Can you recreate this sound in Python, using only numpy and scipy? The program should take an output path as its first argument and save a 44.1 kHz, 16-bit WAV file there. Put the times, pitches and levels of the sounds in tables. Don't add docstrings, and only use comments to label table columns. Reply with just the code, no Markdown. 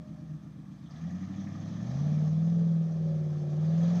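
import sys
import numpy as np
from scipy import signal
from scipy.fft import rfft, irfft
from scipy.io import wavfile
from scipy.ndimage import uniform_filter1d

SR = 44100
rng = np.random.default_rng(int(sys.argv[2]) if len(sys.argv) > 2 else 0)


def inscribe(sig):
    pcm = np.round(np.clip(np.atleast_2d(sig).T, -1, 1) * 32767)
    wavfile.write(sys.argv[1], SR, pcm.astype(np.int16))


def amplitude_ratio(level_db):
    exponent = np.asarray(level_db, float) / 20
    return 10 ** exponent


N = 176400
T = np.arange(N) / SR

# frequency in Hz, density in dB per Hz.
AIR_COLOUR = [(25, -2.5), (60, -3), (300, 3.5), (1000, -4.5), (3000, -16.5), (7000, -27), (16000, -26.5)]
AIR_DB = -65

BRAKE_HZ, BRAKE_WIDTH_HZ, BRAKE_DB = 612, 10, -59
BRAKE_HOLD_S, BRAKE_FADE_DB_PER_S = .17, 55

# start in seconds, length in seconds, pitch in Hz, level in dB.
BODY_BOOM = (.23, .21, 151, -34.5)

# frequency in Hz, width in Hz, level in dB.
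ARCH_MODES = [(1835, 260, -69), (1200, 320, -69.5), (680, 200, -62.5)]
ARCH_S, ARCH_LENGTH_S, ARCH_GRAIN_DB = .85, 1.1, 3.5

# time in seconds, level in dB.
CHURN = [(0.0, -84), (0.01, -72), (0.63, -75), (0.88, -70.5), (0.92, -66.5), (1.76, -62.5), (1.92, -59.5),
         (2.18, -60.5), (2.4, -64.5), (2.6, -64.5), (2.82, -67), (3.53, -64.5), (3.89, -56), (3.97, -56)]
# frequency in Hz, density in dB per Hz.
SPRAY_COLOUR = [(300, -18.5), (700, 8.5), (1200, 1), (2000, -3), (3000, -4.5), (4500, -4), (6000, -3),
                (9000, -6.5)]
SPRAY_DB, SPRAY_PATCH_DB, SPRAY_FLICKER_DB = 5.5, 1.8, 1.05
DROPS_DB, DROPS_PER_S, DROP_SPREAD_DB = -3, 3000, 2
# start in seconds, peak level in dB, pitch in Hz.
SPLASHES = [(0.7118, -60, 2568), (0.9063, -51, 4830), (0.9582, -51.5, 3480), (1.0106, -53, 2450),
            (1.0695, -55, 3260), (1.011, -56, 6400), (1.105, -53.5, 6700), (1.205, -60, 5200),
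            (1.36, -57, 5900), (1.599, -54.5, 6200), (1.43, -54, 1800), (1.34, -52, 2200),
            (1.47, -48, 2000), (.965, -55.5, 1850), (1.2, -52.5, 1850), (1.095, -53.5, 1800),
            (1.235, -53, 2300), (1.1, -56, 1850), (1.49, -55, 1900), (0.97, -59, 5900), (0.86, -55, 3300),
            (1.4, -51, 6100), (.995, -51, 1000), (2.746, -50.5, 320), (2.938, -55, 650),
            (3.341, -51.5, 1100), (1.1532, -53, 2140), (1.46, -55, 5500), (1.3902, -52, 3450),
            (1.5207, -54, 5400), (1.8602, -57, 6200), (1.9874, -62, 3300), (2.354, -64.5, 2050),
            (3.6114, -58.5, 6115), (3.9484, -48, 6190)]
SPLASH_DB, SPLASH_T60_S, SPLASH_WIDTH_HZ = -9.5, .13, 900

# time in seconds, firing rate in Hz, exhaust level in dB, roar level in dB.
ENGINE = [(0, 68.6, -68, -63), (.78, 62.8, -71.5, -71), (.95, 76.55, -69, -62), (1.1, 89.1, -64.5, -58.5),
          (1.3, 95.8, -63, -61.5), (1.6, 101.7, -62.5, -55.5), (1.78, 107.4, -61.5, -56),
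          (1.9, 126.2, -58, -50.5), (2.05, 149.3, -57, -49), (2.3, 155.4, -59, -54.5),
          (2.52, 168.6, -58.5, -55.5), (2.8, 163.5, -60, -56.5), (2.9, 162, -64.5, -53),
          (3.05, 160, -61.5, -52), (3.3, 151.2, -61.5, -56.5), (3.5, 148.3, -61.5, -50),
          (3.75, 163.6, -59, -51.5), (4, 176.6, -57, -45)]
CYLINDERS = 8
START_FIRINGS = 4.4

# frequency in Hz, density in dB per Hz.
ROAR_COLOUR = [(150, -25), (330, -4.5), (560, 4.5), (750, -1), (1000, -32), (1700, -37.5), (3000, -33),
               (7000, -40)]
ROAR_GATE, ROAR_PATCH_DB = .35, 1.3
SHADOW_HZ, SHADOW_WIDTH_HZ, SHADOW_SHARE = 453, 250, 0.5

STAGE_HZ = [66, 100, 150]
# idling, pulling and revving level in dB.
ORDER_DB = [(8, -10, -6), (8, -10, -9), (7, -3, 10), (5, -9, -3), (4, -6, -4), (11, 15, 16), (0, -8, -6),
            (-1, -12, 4), (5, 6, -4), (-2, -2, -3), (1, 2, -9), (2, -1, -3), (-7, 4, 3), (8, 7, -9),
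            (-5, 0, -11), (-2, -8, -1), (3, 2, 8), (-5, -4, -2), (-8, 5, 2), (-9, 4, -1), (-8, 3, 1),
            (4, 8, 2), (-4, 7, 3), (-8, 6, 6), (-3, 4, 3), (-5, 0, 5), (-1, 0, 3), (-3, -4, 4), (-4, 0, 1),
            (3, -5, 1), (1, -1, 1), (1, -3, 0), (1, -1, 0), (1, -4, -1), (8, -3, -2), (5, -1, -2),
            (7, -6, -6), (6, 1, -6)]
FIRST_ORDER = 3
IDLE_SUB_DB = [-9, -2, 0]
BLUR_DB = [-22, -24, -19]
WANDER_DB, FIRING_WANDER_DB, WANDER_HZ = 1.8, .7, 3
LOPE_DEPTH = [.9, .55, 0]
LOPE_AT = [-.04, -.03, -.03]
LOPE_NARROW = [10, 1.8, 1.5]
SCATTER_GROWTH = [4, .8, 1.6]
LEAD_TURNS, SWEEP_TURNS, SCATTER_TURNS = 0.029, 0.01226, 0.21

# frequency in Hz, gain in dB.
PIPE_SIDE = [(40, -10), (80, 0), (125, 8), (160, 18), (200, 15), (310, -0.5), (390, -21.5), (800, -15)]
PIPE_TAIL = [(40, -10), (80, -0.5), (125, 7.5), (160, 19), (200, 12.5), (310, -3.5), (390, -7.5),
             (800, -15)]
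# frequency in Hz, width in Hz, boost in dB.
PIPE_MODES = [(561.7, 50, 10), (353.8, 27, 10), (446, 21, 3)]
TURN_S, TURN_LENGTH_S = 1.89, 0.86
# start in seconds, length in seconds,
# multiple of the cycle, change in dB.
SWELLS = [(.45, 0.55, 24, 5.5), (1.95, 0.41, 10, 3.5), (2.0, .3, 12, 7), (3.75, 0.21, 25, 14.5),
          (2.1, 0.35, 24, 15), (2.9, 0.32, 19, 4.5), (1.26, 0.53, 15, 2.5), (1.9, 0.28, 13, 4),
          (.55, .3, 23, 7), (0.904, 0.44, 16, 8.5), (1.5, .3, 14, -7), (1.36, 0.6, 16, -2.5),
          (1.54, 0.51, 13, 8), (1.95, 0.41, 11, 6), (1.6, 1.2, 19, -13.5), (2.05, 0.24, 9, -3.5),
          (2.2, 0.35, 15, 2), (2.444, 0.34, 21, 13.5), (2.45, 0.32, 23, 10.5), (3.9, 2.2, 7, -4),
          (3.2, 0.9, 6, -11), (4.5, 0.52, 29, 10), (3.0, .25, 28, 10), (2.9, 0.53, 27, -4.5),
          (2.5, .6, 28, -11), (3.4, .5, 25, -10.5), (3.7, 0.24, 26, 9), (3.3, .5, 29, -9)]

# frequency in Hz, width in Hz, boost in dB.
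CASE = [(1207, 475, 7), (1744, 230, 5), (3330, 620, 4), (6170, 490, 2.5), (1472, 190, -6), (2740, 620, -4),
        (967, 220, -4.5), (2400, 83, 4.5), (4580, 90, -1)]
# frequency in Hz, gain in dB.
MIC = [(6400, -1.5), (7000, -9), (7700, -16.5), (9000, -35.5), (11000, -45), (15800, -47)]
# frequency in Hz, density in dB per Hz.
HISS_COLOUR = [(300, -28), (6000, 2), (8000, 6), (10000, 0), (13000, -2.5), (15000, -3.5), (16000, -16)]
HISS_DB, LOW_CUT_HZ = -83, 39
CLOSE_S = .0006


def evened(x):
    return x / np.sqrt(np.mean(x ** 2) + 1e-20)


def read(points, hz):
    f, value = np.transpose(points)
    return np.interp(np.log(hz + 1), np.log(f + 1), value)


def course(table, column):
    rows = np.array(table, float)
    return np.interp(T, rows[:, 0], rows[:, column])


def bumps(table, hz):
    return sum(db / (1 + (2 * (hz - f) / w) ** 2) for f, w, db in table)


def hump(t, start_s, length_s):
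    return np.sin(np.pi * np.clip((t - start_s) / length_s, 0, 1))


def drift(rate_hz, count):
    steps = N * 200 // SR + 2
    z = rfft(rng.standard_normal((count, steps)))
    z = z / (1 + (np.fft.rfftfreq(steps, 1 / 200) / rate_hz) ** 4)
    x = irfft(z, steps)
    return x / x.std(1)[:, None]


def resonate(x, hz, width_hz):
    turn = np.exp(2j * np.pi * hz * np.arange(len(x)) / SR)
    r = np.exp(-np.pi * width_hz / SR)
    return 2 * (turn * signal.lfilter([1 - r], [1, -r], x / turn)).real


def wash(colour, patch_db, flicker_db):
    frames, hz = N // 128 + 5, np.fft.rfftfreq(512, 1 / SR)
    a, b, patches = rng.standard_normal((frames, 257, 3)).T
    patches = uniform_filter1d(patches, size=6, axis=0)
    patches = evened(uniform_filter1d(patches, size=16, axis=1))
    flicker = evened(uniform_filter1d(rng.standard_normal(frames), size=6))
    level_db = read(colour, hz)[:, None] + patch_db * patches + flicker_db * flicker
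    z = (a + 1j * b) * amplitude_ratio(level_db)
    return evened(signal.istft(z, nperseg=512, noverlap=384)[1][:N])


def air():
    return amplitude_ratio(AIR_DB) * wash(AIR_COLOUR, 1.3, 0.26)


def brake():
    rough = evened(resonate(rng.standard_normal(N), BRAKE_HZ, BRAKE_WIDTH_HZ))
    moan = np.sin(2 * np.pi * BRAKE_HZ * T) + 0.51 * rough
    return moan * amplitude_ratio(BRAKE_DB - BRAKE_FADE_DB_PER_S * np.maximum(T - BRAKE_HOLD_S, 0))


def boom():
    start_s, length_s, hz, db = BODY_BOOM
    return amplitude_ratio(db) * hump(T, start_s, length_s) ** 2 * np.sin(2 * np.pi * hz * T)


def arches():
    grain_db = ARCH_GRAIN_DB * evened(uniform_filter1d(rng.standard_normal(N), size=500))
    rush = amplitude_ratio(grain_db) * rng.standard_normal(N)
    rings = sum(amplitude_ratio(db) * evened(resonate(resonate(rush, hz, w), hz, w)) for hz, w, db in ARCH_MODES)
    return rings * np.sqrt(hump(T, ARCH_S, ARCH_LENGTH_S).clip(0))


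def drops():
    lands = rng.random(N) < DROPS_PER_S / SR
    size = amplitude_ratio(DROP_SPREAD_DB * np.minimum(rng.exponential(1, N), 5)) * lands
    kind, out = rng.integers(0, 24, N), np.zeros(N)
    for k, hz in enumerate(np.geomspace(700, 6500, 24)):
        u = np.arange(round(7 * SR / hz)) * hz / SR
        ring = np.sin(2 * np.pi * u * (1 + 0.0083 * u)) * u * np.exp(-u / 0.8)
        out += signal.oaconvolve(size * (kind == k), ring)[:N]
    return evened(out)


def splashes():
    out, t = np.zeros(N), np.arange(SR // 8) / SR
    for start_s, db, hz in SPLASHES:
        noise = rng.standard_normal(len(t))
        slap = evened(resonate(resonate(noise, hz, SPLASH_WIDTH_HZ), hz, SPLASH_WIDTH_HZ))
        slap *= np.minimum(t / .002, 1) * amplitude_ratio(db + SPLASH_DB - 60 * t / SPLASH_T60_S)
        part = out[round(start_s * SR):][:len(t)]
        part += slap[:len(part)]
    return out


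def water():
    spray = amplitude_ratio(SPRAY_DB) * wash(SPRAY_COLOUR, SPRAY_PATCH_DB, SPRAY_FLICKER_DB)
    return amplitude_ratio(course(CHURN, 1)) * (spray + amplitude_ratio(DROPS_DB) * drops()) + splashes()


def roar(turns):
    uneven = amplitude_ratio(2.5 * rng.standard_normal(CYLINDERS))[turns.astype(int) % CYLINDERS]
    gate = 1 - ROAR_GATE + ROAR_GATE * 3.2 * uneven * np.exp(-(turns % 1))
    gate = evened(uniform_filter1d(gate, size=40))
    return amplitude_ratio(course(ENGINE, 3)) * wash(ROAR_COLOUR, ROAR_PATCH_DB, .4) * gate


def ground_shadow(noise):
    side_on = np.clip((TURN_S + .3 - T) / .3, 0, 1)
    return noise - SHADOW_SHARE * side_on * resonate(noise, SHADOW_HZ, SHADOW_WIDTH_HZ)


def swell_db(order, t):
    return sum(db * hump(t, start_s, length_s) ** 2
               for start_s, length_s, m, db in SWELLS if round(m) == order)


def lope_of(firing_hz, turns):
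    place = turns / CYLINDERS - np.interp(firing_hz, STAGE_HZ, LOPE_AT)
    sharpness = np.interp(firing_hz, STAGE_HZ, LOPE_NARROW)
    dip = np.exp(sharpness * (np.cos(2 * np.pi * place) - 1))
    return 1 - np.interp(firing_hz, STAGE_HZ, LOPE_DEPTH) * dip


def pipe_db(hz, tail):
    behind = read(PIPE_TAIL, hz) + bumps(PIPE_MODES, hz)
    return (1 - tail) * read(PIPE_SIDE, hz) + tail * behind


def exhaust(firing_hz, turns):
    count = len(ORDER_DB)
    wander, re, im = drift(WANDER_HZ, count), drift(10, count), drift(12, count)
    scatter, out = rng.standard_normal(count), np.zeros(N)
    at = np.arange(wander.shape[1]) / 200
    rate = np.interp(at, T, firing_hz)
    tail = np.clip((at - TURN_S) / TURN_LENGTH_S, 0, 1)
    lope = lope_of(firing_hz, turns)
    loose = np.interp(firing_hz, STAGE_HZ, SCATTER_GROWTH)
    for i, stage_db in enumerate(ORDER_DB):
        order = i + FIRST_ORDER
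        k = order / CYLINDERS
        depth_db = FIRING_WANDER_DB if k == 1 else WANDER_DB
        level_db = np.interp(rate, STAGE_HZ, stage_db) + depth_db * wander[i]
        level_db = level_db + pipe_db(k * rate, tail) + swell_db(order, at)
        if k < 1 and i != 2:
            level_db = level_db + np.interp(rate, STAGE_HZ, IDLE_SUB_DB)
        blur = amplitude_ratio(np.interp(rate, STAGE_HZ, BLUR_DB) - 10 * (k == 1)) * (re[i] + 1j * im[i])
        size = amplitude_ratio(level_db) * (1 + blur)
        phase = k * turns + LEAD_TURNS * i + SWEEP_TURNS * (i - 12) ** 2
        if k != 1:
            phase = phase + SCATTER_TURNS * loose * scatter[i]
        tone = (np.interp(T, at, size) * np.exp(2j * np.pi * phase)).real
        if 1.3 < k < 3.4:
            tone = tone * lope
        elif k > 1.3:
            tone = tone * np.sqrt(lope)
        out += tone
    return np.sqrt(2) * out * amplitude_ratio(course(ENGINE, 2))


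def scene():
    firing_hz = uniform_filter1d(course(ENGINE, 1), size=3000)
    turns = np.cumsum(firing_hz) / SR + START_FIRINGS
    noise = ground_shadow(roar(turns) + water() + arches())
    return (air() + brake() + boom() + noise + exhaust(firing_hz, turns))[None]


def roll_off(x):
    return signal.sosfilt(signal.butter(12, 15750, fs=SR, output="sos"), x)


def record(dry):
    hz = np.fft.rfftfreq(2 * N, 1 / SR)
    low_cut = 1 / np.sqrt(1 + (LOW_CUT_HZ / (hz + 1)) ** 4)
    response = amplitude_ratio(read(MIC, hz) + bumps(CASE, hz)) * low_cut
    heard = irfft(rfft(dry, 2 * N) * response)[:, :N]
    heard = heard + amplitude_ratio(HISS_DB) * wash(HISS_COLOUR, 0.54, .2)
    closing = np.sin(np.pi / 2 * np.clip((T[-1] - T) / CLOSE_S, 0, 1)) ** 2
    return roll_off(heard * closing)


dry = scene()
out = record(dry)
inscribe(out)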